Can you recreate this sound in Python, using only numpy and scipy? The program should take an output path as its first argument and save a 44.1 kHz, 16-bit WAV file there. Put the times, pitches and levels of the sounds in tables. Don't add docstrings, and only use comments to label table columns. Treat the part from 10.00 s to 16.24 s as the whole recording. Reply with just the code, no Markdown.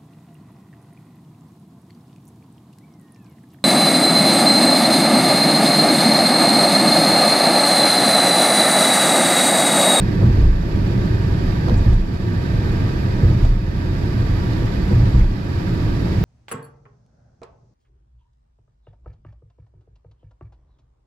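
import sys
import numpy as np
from scipy import signal
from scipy.fft import rfft, irfft
from scipy.io import wavfile

SR = 44100
rng = np.random.default_rng(int(sys.argv[2]) if len(sys.argv) > 2 else 0)


def store_pcm(level_fs):
    pcm = np.round(np.clip(level_fs, -1, 1) * 32767).astype(np.int16)
    wavfile.write(sys.argv[1], SR, np.atleast_2d(pcm).T)


N = 275184
TIME, FREQ = np.arange(N) / SR, np.maximum(np.arange(N // 2 + 1) * SR / N, 1)

# f/Hz, correlation
CABIN_CORRELATION = [(100, 0.98), (190, 0.98), (300, 0.69), (480, 0.41), (680, 0.51), (850, -0.53),
                     (1300, -0.21), (3000, -0.095)]
# f/Hz, left/dB, right/dB
RUMBLE_SPECTRUM = [(28, -38, -38.5), (45.3, -42.5, -40.5), (72.4, -42, -41), (92, -41, -39),
                   (120, -40.5, -40), (149, -44.5, -44), (194.5, -44, -41.5), (218.4, -55.5, -48.5),
                   (346.6, -50.5, -48), (420, -58, -58.5), (566, -62.5, -62.5)]
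# t/s, level/dB
ROAR_SWELL = [(0, 0.8), (0.36, 1), (0.6, 0), (0.95, 1.5), (1.45, 0.2), (1.75, 0), (2.1, -1), (2.5, -0.5),
              (3.1, 1), (3.45, -1.5), (4.05, -1.8), (4.6, 0.4), (5.25, -0.9), (5.65, -0.7), (6.24, 1.2)]
# f/Hz, left/dB, right/dB
HISS_SPECTRUM = [(670, -71.5, -64.5), (900, -65, -69), (1020, -71, -75.5), (1630, -76.5, -67),
                 (2310, -79.5, -71.5), (2670, -82.5, -74), (4480, -87, -76.5), (4760, -87, -74),
                 (6140, -90.5, -86), (7560, -101.0, -86.5), (9120, -100.9, -100.7), (10930, -100.8, -90),
                 (12100, -102.5, -90.5), (14100, -107.6, -97.5)]
# t/s, level/dB
HISS_SWELL = [(0, -0.5), (0.35, 0), (0.6, -0.3), (0.8, -0.5), (1.4, 0.8), (2.1, -0.8), (2.4, -0.9),
              (2.72, 1.0), (3.15, 0.1), (3.5, -0.5), (3.8, -0.7), (4.5, 0.9), (5.4, 0), (6.24, 1)]
# f/Hz, width/Hz, left/dB, right/dB
TREAD_GLASS_MODES = [(845, 40, -45.5, -74), (948.5, 41, -46.5, -44.5), (1155, 35, -48.5, -46.5),
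                     (1253, 28, -49, -57), (1363, 22, -64, -53.5), (2177, 16, -82, -58),
                     (3783, 66, -65.5, -54.5), (4474, 70, -89, -52.5), (5100, 220, -64, -58)]
# f/Hz, width/Hz, level/dB
SEAL_MODES = [(1559, 51, -44.5), (1620, 52, -53.5), (1787, 90, -45.5), (2476, 130, -53)]
# t/s, level/dB
SEAL_SWELL = [(0.15, 3), (0.6, 0.5), (1.4, 2), (2.3, 0), (2.75, 3.5), (3.3, 1), (3.9, 0), (4.55, 2),
              (6.24, -1.5)]
# t/s, level/dB, f/Hz, t60/s
PANEL_CREAKS = [(0.118, -27.5, 1750, 0.07), (4.516, -41, 3860, 0.16), (5.204, -30.5, 2200, 0.1),
                (5.36, -39, 4100, .16)]
# t/s, level/dB
PART_RATTLES = [(1.771, -42), (1.931, -42.5), (3.445, -47)]
# t/s, tick/dB, snap/dB
TRIM_TICKS = [(1.683, -18, -28), (1.695, -17, -27), (1.741, -21, -30), (1.93, -25, -40), (3.45, -21, -33),
              (4.531, -30, -26.5), (5.195, -20, -35)]
# f/Hz, level/dB
TICK_SPECTRUM = [(300, -10), (750, 15.5), (1150, 14), (1700, -13), (2500, -14), (4400, -8.5), (6500, -15),
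                 (9000, -32), (13000, -29)]
# t/s, tyre boom/dB, clunk/dB
HARD_KNOCKS = [(0.222, -22, -13.5), (0.251, -7, -23), (1.698, -25, -13.5), (1.716, -7.5, -18),
               (1.869, -18, -22), (3.232, -29, -16.5), (4.907, -13, -14)]
# f/Hz, level/dB
SLAP_SPECTRUM = [(60, -5), (110, -16), (200, -6.5), (340, -3), (500, -4), (700, -13), (1400, -21),
                 (4000, -51)]
# f/Hz, t60/s, front axle/dB, rear axle/dB
BODY_MODES = [(4.15, 0.8, -10.5, 6), (30.85, 0.46, -23.5, -7.5), (47.6, 0.29, -16, -8.5),
              (59.2, 0.427, -19.5, -8.5), (93.65, 0.31, -5.5, -8.5), (112.8, 0.34, -4, -18.5),
              (153.5, 0.25, -22, -39), (190.8, 0.22, -26, -25)]
# t/s, blow/dB
ASPHALT_BUMPS = [(0.956, -6.5), (1.09, -6.5), (1.262, -11), (2.545, -8), (2.798, -11.5), (3.04, -10),
                 (4.161, -10), (4.29, -7.5), (4.37, -9), (4.468, -10.5)]
# t/s, blow/dB, rear share/0-1, hop/dB re blow, slap/dB
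JOINT_HITS = [(0.222, 0.5, 0.2, 0.5, -17.5), (0.2413, -2.5, 0, -22, -23), (0.3842, 1, 1, -12, -35),
              (0.42, -0.2, 0.83, -2.5, -30), (1.6888, -2.5, 1, -25, -21), (1.725, -1, 0.53, -21, -24),
              (1.8634, 2, 0.89, -12, -37), (1.8905, 1.5, 0.93, -9, -30), (3.2318, 3, 0.58, -12, -23.5),
              (3.29, 1.5, 0.28, -6.5, -35), (3.4245, 2, 0.96, -34, -33), (3.4502, -0.5, 1, -3, -25),
              (4.9289, 1.5, 0.57, -9, -20.5), (4.955, -4, 0.02, -1, -35), (5.1417, 3, 1, -7.5, -36),
              (5.18, -7.5, 0.93, -12, -40)]


def from_db(db):
    return np.exp(np.asarray(db) * (np.log(10) / 20))


def rms_one(x):
    return x / np.sqrt(np.mean(x ** 2) + 1e-20)


def over_hz(points):
    hz, *columns = np.transpose(points)
    return np.array([np.interp(np.log(FREQ), np.log(hz), c) for c in columns])


def over_time(points):
    return np.interp(TIME, *np.transpose(points))


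def resonance(hz, width_hz):
    shape = 1 / (1 + ((FREQ - hz) / (0.83 * width_hz)) ** 2)
    return shape / np.sqrt(np.sum(shape ** 2) * SR / N)


def noise(gain):
    real, imaginary = rng.standard_normal((2, len(FREQ))) * gain
    return irfft(real + 1j * imaginary, N) * np.sqrt(N * SR) / 2


def drift(rate_hz):
    return rms_one(noise(1 / (1 + (FREQ / rate_hz) ** 2)))


def cabin_noise(gain):
    mid, side = rfft(rng.standard_normal((2, N)))
    alike = over_hz(CABIN_CORRELATION)
    pair = np.sqrt(1 + alike) * mid + np.sqrt(1 - alike) * side * [[1], [-1]]
    return irfft(pair * gain, N) * np.sqrt(SR) / 2


def burst(start_s, rise_s, t60_s):
    envelope, first = np.zeros(N), int(start_s * SR)
    age = TIME[:min(int(2 * t60_s * SR), N - first)]
    envelope[first:first + len(age)] = (1 - np.exp(-age / rise_s)) * from_db(-60 * age / t60_s)
    return envelope


def reflections(depth=0.41, shortest_s=0.001918, longest_s=0.014, dull_hz=3500, count=6):
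    delays_s = rng.uniform(shortest_s, longest_s, (count, 2, 1))
    strength = depth / np.sqrt(1 + (FREQ / dull_hz) ** 2)
    echoes = sum(np.exp(-2j * np.pi * FREQ * delay) for delay in delays_s)
    return (1 + strength / np.sqrt(count) * echoes) / np.sqrt(1 + strength ** 2)


def road_rumble(gain_db=-0.5, lumpy_db=0.45, top_hz=620, roar_hz=150, drone_db=-28):
    shape = from_db(over_hz(RUMBLE_SPECTRUM) + gain_db) / np.sqrt(1 + (FREQ / top_hz) ** 16)
    road = cabin_noise(shape)
    roar = irfft(rfft(road) / (1 + (roar_hz / FREQ) ** 8), N)
    road = road - roar + roar * from_db(over_time(ROAR_SWELL))
    drone = from_db(drone_db) * noise(resonance(hz=99, width_hz=26))
    return road * from_db(lumpy_db * drift(rate_hz=9.6)) + drone


def tyre_wind_hiss(gain_db=-1.11, flutter_db=0.5, low_hz=630):
    shape = from_db(over_hz(HISS_SPECTRUM) + gain_db) / np.sqrt(1 + (low_hz / FREQ) ** 16)
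    power = sum((from_db([[left_db], [right_db]]) * resonance(hz, width_hz)) ** 2
                for hz, width_hz, left_db, right_db in TREAD_GLASS_MODES)
    ringing = np.array([noise(np.sqrt(side)) for side in power])
    hiss = cabin_noise(shape * reflections())
    return (hiss + ringing) * from_db(over_time(HISS_SWELL) + flutter_db * drift(rate_hz=24))


def window_seal(left_db=-5, lag_s=0.00039, gust_db=0.5):
    power = sum((from_db(db) * resonance(hz, width_hz)) ** 2 for hz, width_hz, db in SEAL_MODES)
    song = noise(np.sqrt(power)) * from_db(over_time(SEAL_SWELL) + gust_db * drift(rate_hz=4.3))
    return np.array([from_db(left_db) * np.interp(TIME - lag_s, TIME, song), song])


def creaks(width_hz=400, left_db=-12):
    rubs = sum(from_db(db) * burst(s, t60_s / 20, t60_s) * noise(resonance(hz, width_hz))
               for s, db, hz, t60_s in PANEL_CREAKS)
    return rubs * from_db([[left_db], [0]])


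def rattles(gap_s=0.0072, loss_db=1, left_db=-6, count=3):
    runs = gap_s * rng.uniform(0.7, 1.3, (len(PART_RATTLES), count))
    touches = sum(from_db(db - loss_db * k) * burst(s + gaps[:k].sum(), rise_s=0.0005, t60_s=0.024)
                  for (s, db), gaps in zip(PART_RATTLES, runs) for k in range(count))
    ringing = np.array([from_db(db) * noise(resonance(hz=7300, width_hz=1100)) for db in (left_db, 0)])
    return touches * ringing


def trim_ticks(snap_left_db=-16):
    ticks = sum(from_db(db) * burst(s, rise_s=0.00036, t60_s=0.016) for s, db, _ in TRIM_TICKS)
    snaps = sum(from_db(db) * burst(s, rise_s=0.0013, t60_s=0.028) for s, _, db in TRIM_TICKS)
    door = np.array([from_db(db) * noise(resonance(hz=4100, width_hz=900)) for db in (snap_left_db, 0)])
    panels = rms_one(cabin_noise(from_db(over_hz(TICK_SPECTRUM))))
    return ticks * panels + snaps * door


def knocks(rise_s=0.0051, upper_db=-4.5):
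    def ring(s, db, hz, t60_s):
        return from_db(db) * burst(s, rise_s, t60_s) * np.sin(2 * np.pi * hz * (TIME - s))
    return sum(ring(s, boom_db, hz=204, t60_s=0.098)
               + ring(s, clunk_db, hz=355, t60_s=0.091)
               + ring(s, clunk_db + upper_db, hz=490, t60_s=0.073)
               for s, boom_db, clunk_db in HARD_KNOCKS)


def tread_slaps(lead_s=0.017):
    slaps = sum(from_db(db) * burst(s - lead_s, rise_s=0.007, t60_s=0.13) for s, *_, db in JOINT_HITS)
    return slaps * rms_one(cabin_noise(from_db(over_hz(SLAP_SPECTRUM))))


def wheel_blows(hop_s=0.0678):
    for start_s, blow_db, rear_share, hop_db, _ in JOINT_HITS:
        yield start_s, blow_db, rear_share
        yield start_s + hop_s, blow_db + hop_db, rear_share
    for start_s, blow_db in ASPHALT_BUMPS:
        yield start_s, blow_db, 0


def body_thumps(contact_s=0.0036):
    thumps = np.zeros(N)
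    for start_s, blow_db, rear_share in wheel_blows():
        first = int(start_s * SR)
        age = TIME[:min(SR, N - first)]
        for hz, t60_s, front_db, rear_db in BODY_MODES:
            level_db = blow_db + front_db + rear_share * (rear_db - front_db)
            swing = np.sin(2 * np.pi * hz * age) * (1 - np.exp(-age / contact_s))
            thumps[first:first + len(age)] += from_db(level_db - 60 * age / t60_s) * swing
    return thumps


def scene():
    background = road_rumble() + tyre_wind_hiss() + window_seal()
    wheels = (body_thumps() + tread_slaps()) * from_db([[-0.4], [0.3]])
    return background + wheels + knocks() + trim_ticks() + rattles() + creaks()


def gain_control(x, threshold_db=1.5, slope=0.92, window_s=0.021, release_db_per_s=14.5, attack_s=0.048):
    def smooth(values, tau_s):
        pole = np.exp(-1 / (tau_s * SR))
        return signal.lfilter([1 - pole], [1, -pole], values)
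    level_db = 10 * np.log10(smooth(np.mean(x ** 2, axis=0), window_s) + 1e-9)
    excess_db = slope * np.maximum(level_db - threshold_db, 0)
    release_db = release_db_per_s * TIME
    held_db = np.maximum.accumulate(excess_db + release_db) - release_db
    return x * from_db(-smooth(held_db, attack_s))


def record(dry):
    subsonic_hz, cutoff_hz, ceiling = 24.3, 14250, 0.92
    sound = np.pad(gain_control(dry), [(0, 0), (SR // 10, 0)], "reflect")
    sound = signal.sosfilt(signal.butter(6, subsonic_hz, "highpass", fs=SR, output="sos"), sound)
    sound = sound / (1 + (sound / ceiling) ** 8) ** (1 / 8)
    return signal.sosfilt(signal.ellip(12, 0.1, 80, cutoff_hz, fs=SR, output="sos"), sound)[:, -N:]


dry = scene()
out = record(dry)
store_pcm(out)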